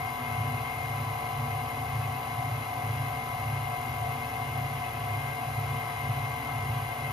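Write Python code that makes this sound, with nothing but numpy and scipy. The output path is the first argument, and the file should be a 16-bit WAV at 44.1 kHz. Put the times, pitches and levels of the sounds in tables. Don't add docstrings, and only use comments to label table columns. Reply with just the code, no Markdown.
import sys
import numpy as np
from scipy import signal
from scipy.fft import rfft, irfft
from scipy.io import wavfile

SR = 44100
rng = np.random.default_rng(int(sys.argv[2]) if len(sys.argv) > 2 else 0)


def materialize(psi):
    bounded = np.clip(np.atleast_2d(psi).T, -1, 1)
    quanta = np.round(bounded * 32767).astype(np.int16)
    wavfile.write(sys.argv[1], SR, quanta)


N = 313992
TIME = np.arange(N) / SR
FREQS = np.maximum(np.arange(N // 2 + 1) * SR / N, 1)
PULSE_HZ, COMMUTATOR_BARS = 120, 22
SPIN_HZ, SPIN_START_S = 3.14, .045

# time in seconds, turns per minute.
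MOTOR_SPEED = [(0, 2732), (.5, 2740), (1, 2739), (2, 2744), (2.55, 2736), (3.05, 2735), (3.55, 2738),
               (4.05, 2726), (4.6, 2730), (5.1, 2723), (6.6, 2724), (7.12, 2717)]
# time in seconds, relative levels of buzz and of whine in dB.
MOTOR_LEVELS = [(0.25, -42, -44.5), (0.75, -41, -46.5), (1.18, -40, -45.5), (3.05, -40.5, -47),
                (3.62, -42, -46.5), (5.43, -41.5, -49.5), (6.12, -40, -46), (6.73, -40, -48.5),
                (6.9, -40, -49)]
# multiple of the pulse rate, multiple of the shaft rate added to it,
# relative level in dB, left-right balance in dB.
BUZZ_PARTIALS = [(0, 1, -60.6, 0), (1, 0, -45.6, 0), (2, 0, -53.5, -1), (4, 1, -62.5, -1),
                 (4, 2, -58.1, 10), (5, 1, -61.7, 4), (6, -1, -59.3, 4), (6, 0, -57, 4), (8, 1, -59.2, 8),
                 (0, 15, -58.1, 6), (0, 16, -59.1, 3), (0, 17, -53.5, 6), (2, 17, -62.2, 7),
                 (-1, 18, -58.4, 1), (-1, 19, -53.4, 3), (-1, 20, -54.0, 0), (0, 20, -57.9, 6),
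                 (1, 20, -59.9, 0), (-2, 21, -43, 3), (-1, 21, -55.5, -3), (0, 21, -54.1, 1),
                 (1, 21, -52.7, 4), (2, 21, -58.8, 8), (3, 21, -58.7, 5), (-2, 22, -45.8, 7),
                 (-3, 23, -58.9, 4), (-2, 23, -55.9, 0), (-1, 23, -56.9, 3), (0, 23, -55.3, 4),
                 (1, 23, -62.2, 15), (2, 23, -60.8, -3), (-3, 24, -54.0, 2), (-2, 24, -62.2, -13),
                 (-1, 24, -62.1, -3), (-3, 25, -57.6, 3), (-1, 25, -57.2, 7), (0, 25, -58.3, 3),
                 (-4, 27, -59.4, 5), (3, 39, -59.9, 10), (2, 41, -63.1, 11), (1, 42, -59.8, 11),
                 (2, 42, -60.1, 4), (1, 43, -60.0, 10), (0, 44, -55.5, 7), (0, 45, -57.5, 7),
                 (1, 45, -61.1, 3), (0, 47, -59.8, 7), (-1, 49, -61.8, 16), (0, 43, -61, 5),
                 (0, 87, -68, 4)]
# time in seconds, relative level in dB.
DRONE_LEVELS = [(0, -41), (1.05, -43), (1.6, -41), (2.3, -41), (2.8, -42.5), (3.7, -40), (4.4, -41.5),
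                (5.2, -40.5), (6, -42.5), (7.12, -42.5)]
# time of the crest in seconds, swing in dB.
DRONE_THROBS = [(0, 1.5), (.38, 2), (.8, 1.5), (1.28, 2.2), (1.57, 2.2), (1.85, 1.6), (2.12, 1.6),
                (2.42, 2.6), (2.8, 3.6), (3.11, 3), (3.4, 2.4), (3.72, 2.2), (4.06, 3.2), (4.37, 3.6),
                (4.61, 3), (4.84, 1.6), (5.1, 1), (5.45, 1), (5.85, 1), (6.18, 1), (6.48, 1), (6.9, 1),
                (7.2, 1)]
# offset in pulse rates, relative level in dB, balance in dB.
WHINE_PARTIALS = [(-1, -6.3, -3), (0, 1.7, 9), (1, -4.3, 10), (2, -13, -1)]
# multiple of the bar rate, level in dB.
BAR_OVERTONES = [(2, -57.5), (4, -66), (6, -75), (10, -68), (12, -61)]
# time in seconds, relative level in dB.
WHISTLE_LEVELS = [(0.1, -48.5), (0.82, -48.5), (1.07, -56), (1.27, -54.5), (4.68, -50.5), (4.92, -60.5),
                  (5.13, -49.5), (6.1, -50.5), (6.63, -51.5), (6.88, -54), (7.1, -48)]
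# time in seconds, relative load in dB.
HOOK_PUSHES = [(-.05, -5.5), (.45, 1.5), (.97, -0.5), (1.46, 1), (1.97, 1.5), (2.52, 0), (2.96, 0.7),
               (3.57, 1), (4.02, 0), (4.65, -0.2), (5.14, 1), (5.65, 0.9), (6.13, 0.6), (6.72, 1.5),
               (7.18, 1.5)]
# nominal frequency in Hz, relative level in dB, swell in dB per dB of load.
GEAR_TONES = [(52, -24, .4), (75.3, -11.5, .5), (106.2, -2, 1.3), (136.6, -3.4, 1.2)]
# frequency in Hz, relative spectral level in dB.
RUMBLE_SPECTRUM = [(20, -68), (42, -68), (62, -34), (78, -29.5), (92, -25.5), (112, -24.5), (140, -29),
                   (165, -47), (200, -45), (300, -68)]
# start in seconds, peak of the envelope in dB.
LUMP_KNOCKS = [(.402, -26), (1.45, -33), (1.887, -30), (1.983, -33), (2.391, -35), (2.517, -26),
               (2.888, -27), (3.528, -26), (4.611, -25), (4.676, -37), (5.119, -35), (5.577, -29.5),
               (5.750, -39), (6.092, -26.5), (6.637, -31), (6.702, -26), (6.765, -29)]
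# frequency in Hz, width in Hz, spectral level in dB, balance in dB.
HOUSING_MODES = [(419, 16, -76, 13), (591, 31, -72.5, 1.5), (688, 14, -70.5, 6), (717, 14, -70, 3),
                 (750, 24, -68, 4), (788, 14, -72, -2), (837, 12, -77, -5), (890, 20, -74, -1),
                 (1005, 20, -71, 3), (1046, 15, -75.5, 0), (1078, 15, -75.5, 1), (1130, 22, -71.5, 4),
                 (1215, 12, -82, -5), (1284, 7.9, -69.5, 2), (1316, 14, -71.5, 26), (1547, 44, -75.5, -6),
                 (1592, 6, -68, 11), (1713, 34, -81.5, 16), (2066, 83, -72.5, 9), (2113, 20, -69, 2),
                 (2245, 48, -78.5, 36), (2432, 43, -76.5, -20), (2585, 13, -69.5, 17), (2816, 84, -77, 2.5),
                 (2954, 58, -81, -2), (3078, 35, -78, 25), (3344, 224, -85.5, 7)]
# time in seconds, level in dB before its swing is scaled.
RASP_CONTOUR = [(0, -54), (.2, -48.5), (.4, -49.5), (.85, -49), (1.1, -51.5), (1.3, -50.3), (1.65, -49.8),
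                (1.8, -52), (2.1, -51), (2.6, -52), (3.05, -50.5), (3.2, -51.5), (4.2, -51.2),
                (4.55, -49.6), (4.9, -49), (5.3, -49.6), (5.5, -51.2), (5.9, -48.8), (6.25, -49.5),
                (6.5, -50.8), (6.85, -48.5), (7.12, -50.5)]
# frequency in Hz, width in Hz, spectral level in dB, balance in dB.
BRUSH_MODES = [(3980, 60, -84.3, 5), (4835, 380, -90, 3), (5300, 85, -89, 6), (6050, 250, -91, 1),
               (6580, 190, -91, 2), (7170, 200, -93, 4), (8050, 700, -93, 0), (8750, 150, -80.5, 0),
               (9090, 210, -80.5, 0), (9650, 170, -88, 0), (10090, 270, -82, 0), (11250, 460, -83.5, 0),
               (12010, 130, -82, 0), (12700, 450, -94, 0)]
# frequency in Hz, spectral level in dB.
AIR_SPECTRUM = [(170, -67), (200, -85.5), (330, -77), (500, -80.5), (900, -73.5), (1400, -81.5),
                (2600, -87), (3500, -87.5), (4400, -92), (5550, -99.5), (8000, -104), (12300, -110),
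                (13500, -100.5), (14000, -108.9)]
# middle in seconds, length in seconds, frequency in Hz, level in dB.
DOUGH_GROANS = [(.23, 0.31, 243.7, -45.5), (0.509, 0.26, 242.7, -44), (1.422, .2, 235, -45.5),
                (1.799, .16, 265, -49.5), (2.454, 0.2, 261, -50), (2.764, 0.22, 270, -51),
                (4.34, 0.31, 270, -51.5), (6.476, 0.21, 276, -49)]
# frequency in Hz, width in Hz, relative level in dB, balance in dB.
CAVITY_MODES = [(239.8, 18, 11, 8.5), (266, 13, 8.5, -3), (418, 44, -2, -14)]
# frequency in Hz, squared coherence from 0 to 1.
COHERENCE = [(150, .96), (400, .85), (800, .7), (1300, .5), (2000, .35), (7000, .25), (7700, .97),
             (9400, .97), (10200, .6), (12500, .9)]
# frequency in Hz, lead in radians.
PHASE_LEAD = [(100, .08), (200, .05), (520, .1), (660, -1.1), (875, -1), (935, -3), (1010, -.6),
              (1550, -.1), (2130, -2.4), (2280, .3), (3000, 1.3), (7100, -1.2), (7700, -3), (9300, -3.25),
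              (9900, -4), (12000, -5.3), (12600, -6.2)]


def from_db(db):
    return np.exp(np.asarray(db) * (np.log(10) / 20))


def unit_rms(x):
    return x / np.sqrt(np.mean(x ** 2) + 1e-20)


def in_time(rows):
    times, *columns = np.transpose(rows)
    return [np.interp(TIME, times, column) for column in columns]


def swell_of(rows):
    db, = in_time(rows)
    return db - db.mean()


def event_phase(rows):
    return np.interp(TIME, np.transpose(rows)[0], np.arange(len(rows)))


def at_hz(points, hz):
    freqs, values = np.transpose(points)
    return np.interp(np.log(hz), np.log(np.sort(freqs)), values)


def drift(corner_hz):
    spectrum = rfft(rng.standard_normal(N // 40))
    slow = irfft(spectrum / (1 + (FREQS[:N // 80 + 1] / corner_hz) ** 2) ** 2)
    return np.interp(TIME, np.linspace(0, TIME[-1], len(slow)), unit_rms(slow))


def pan(balance_db):
    return unit_rms(from_db(np.array([[.5], [-.5]]) * balance_db))


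def tone(cycles, hz, balance_db=0):
    lead = at_hz(PHASE_LEAD, hz) * np.array([[.5], [-.5]])
    return np.sqrt(2) * pan(balance_db) * np.sin(2 * np.pi * (cycles + rng.random()) + lead)


def resonances(modes):
    return sum((pan(balance) * from_db(db) / (1 + (0.89 * (FREQS - hz) / width) ** 2)) ** 2
               for hz, width, db, balance in modes)


def friction(force, power):
    mid, side = rfft(rng.standard_normal((2, N)) * unit_rms(force))
    coherence = at_hz(COHERENCE, FREQS) ** .5
    signs = np.array([[1], [-1]])
    pair = np.sqrt(1 + coherence) * mid + signs * np.sqrt(1 - coherence) * side
    pair *= np.exp(.5j * signs * at_hz(PHASE_LEAD, FREQS))
    return irfft(pair * np.sqrt(power * SR) / 2, N)


def reflections(count=10, echo_db=-22):
    delays_s = rng.uniform(0.0038, .025, count)
    paths = 1 + from_db(echo_db) * np.exp(-2j * np.pi * delays_s[:, None] * FREQS).sum(0)
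    return unit_rms(abs(paths)) ** 2


def mains_buzz(turns, shaft_hz, buzz_db, load_db, spin):
    hum, octave, drone, buzz = np.zeros((4, 2, N))
    for pulses, order, db, balance in BUZZ_PARTIALS:
        hz = pulses * PULSE_HZ + order * shaft_hz
        band = hum if hz < 200 else octave if hz < 300 else drone if 690 < hz < 790 else buzz
        band += from_db(db - 0.76) * tone(pulses * PULSE_HZ * TIME + order * turns, hz, balance)
    hum *= from_db(0.21 * load_db)
    octave *= from_db(2.5 * spin)
    throb_db = in_time(DRONE_THROBS)[0] * np.cos(2 * np.pi * event_phase(DRONE_THROBS))
    drone *= from_db(1.5 + swell_of(DRONE_LEVELS) + throb_db)
    buzz *= from_db(buzz_db - buzz_db.mean())
    return hum + octave + drone + buzz


def commutator(turns, shaft_hz, whine_db, jitter=0.014, chatter=0.06):
    bar_cycles = COMMUTATOR_BARS * turns + jitter * drift(22)
    bar_hz = COMMUTATOR_BARS * shaft_hz
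    whine = 0
    for pulses, db, balance in WHINE_PARTIALS:
        offset_hz = round(pulses) * PULSE_HZ
        gain = from_db(whine_db + db + 0.5 + 0.46 * drift(12))
        whine += gain * tone(bar_cycles + offset_hz * TIME, bar_hz + offset_hz, balance)
    for order, db in BAR_OVERTONES:
        gain = from_db(db + .6 * drift(30))
        whine += gain * tone(round(order) * (bar_cycles + chatter * drift(29)), order * bar_hz)
    return whine


def whistle(turns, shaft_hz, jitter=0.033):
    cycles = 2 * COMMUTATOR_BARS * turns + PULSE_HZ * TIME + jitter * drift(44)
    gain = from_db(in_time(WHISTLE_LEVELS)[0] + 7 - 1.5 * drift(40))
    return gain * tone(cycles, 2 * COMMUTATOR_BARS * shaft_hz + PULSE_HZ, balance_db=11)


def hook_load(pushes, idle_load=.33):
    effort_db, = in_time(HOOK_PUSHES)
    hump_db = 10 * np.log10(idle_load ** 2 + np.cos(np.pi * pushes) ** 2)
    return effort_db + hump_db - hump_db.mean()


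def gears(motor_time, pushes, load_db, mesh_hz=30.5, slack=0.021):
    play = (pushes - np.sin(2 * np.pi * pushes) / (2 * np.pi)) / 2 + slack * drift(10)
    teeth = 0
    for hz, db, swell in GEAR_TONES:
        gain = from_db(db - 40.5 + swell * load_db + drift(20))
        teeth += gain * tone(hz * motor_time + play + slack * drift(5.9), hz)
    force = from_db(3.5 * np.cos(2 * np.pi * mesh_hz * motor_time))
    rumble = friction(force, from_db(at_hz(RUMBLE_SPECTRUM, FREQS)) ** 2)
    return teeth + from_db(-38 + 0.74 * load_db) * rumble


def knocks(thud_hz=118, rise_s=0.0086):
    thuds = np.zeros(N)
    for start, db in LUMP_KNOCKS:
        age = np.maximum(TIME - start, 0)
        envelope = age / rise_s * np.exp(1 - age / rise_s)
        thuds += from_db(db) * envelope * np.sin(2 * np.pi * thud_hz * age)
    return thuds


def housing(turns, spin, pulse_db=2.0, shaft_db=0.7, rasp_above_hz=1400):
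    force = from_db(pulse_db * np.cos(2 * np.pi * PULSE_HZ * TIME) + shaft_db * np.cos(2 * np.pi * turns))
    power = resonances(HOUSING_MODES)
    high = FREQS > rasp_above_hz
    rasp = from_db(0.5 + 0.61 * swell_of(RASP_CONTOUR) + .5 * spin) * friction(force, power * high)
    return friction(force, power * ~high) + rasp


def brushes(turns, runout_db=0.76, oval_db=-0.6):
    force = from_db(runout_db * np.cos(2 * np.pi * turns) + oval_db * np.cos(4 * np.pi * turns))
    air = from_db(at_hz(AIR_SPECTRUM, FREQS)) ** 2 / (1 + (130 / FREQS) ** 4)
    return friction(force, (air + resonances(BRUSH_MODES)) * reflections())


def groans(sag_hz_per_s=50):
    jitter = .06 * drift(25)
    sound = 0
    for middle, length, hz, db in DOUGH_GROANS:
        offset_s = TIME - middle
        swell = np.cos(np.pi * np.clip(offset_s / length, -.5, .5))
        cycles = hz * offset_s - sag_hz_per_s * offset_s ** 2 / 2 + jitter
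        sound += from_db(db) * swell * tone(cycles, hz)
    return sound


def dough_rub(spin):
    return from_db(-52.5 + 0.5 * spin) * unit_rms(friction(np.ones(N), resonances(CAVITY_MODES)))


def fan(turns, shaft_hz, load_db, blades=10, sink_db_per_s=0.32):
    waver_db = 0.7 * np.cos(2 * np.pi * SPIN_HZ * TIME) + 1.25 * drift(6.7)
    fade_db = 0.056 * load_db + sink_db_per_s * (TIME - TIME.mean())
    cycles = blades * turns + 0.058 * drift(2.7)
    return from_db(-53.5 + waver_db - fade_db) * tone(cycles, blades * shaft_hz, balance_db=-4)


def scene(spin_rpm=4.7, hunting_rpm=3.65):
    pushes = event_phase(HOOK_PUSHES)
    load_db = hook_load(pushes)
    spin = np.cos(2 * np.pi * SPIN_HZ * (TIME - SPIN_START_S))
    rpm = in_time(MOTOR_SPEED)[0] + spin_rpm * spin + hunting_rpm * drift(12.3)
    turns = np.cumsum(rpm / 60) / SR
    shaft_hz = rpm.mean() / 60
    motor_time = turns / shaft_hz
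    buzz_db, whine_db = in_time(MOTOR_LEVELS)
    motor = mains_buzz(turns, shaft_hz, buzz_db, load_db, spin)
    motor += commutator(turns, shaft_hz, whine_db) + brushes(turns)
    drive = gears(motor_time, pushes, load_db) + knocks() + fan(turns, shaft_hz, load_db)
    return motor + whistle(turns, shaft_hz) + drive + housing(turns, spin) + dough_rub(spin) + groans()


def record(dry, cutoff_hz=14000):
    return signal.sosfilt(signal.ellip(10, .1, 80, cutoff_hz, fs=SR, output="sos"), dry)


dry = scene()
out = record(dry)
materialize(out)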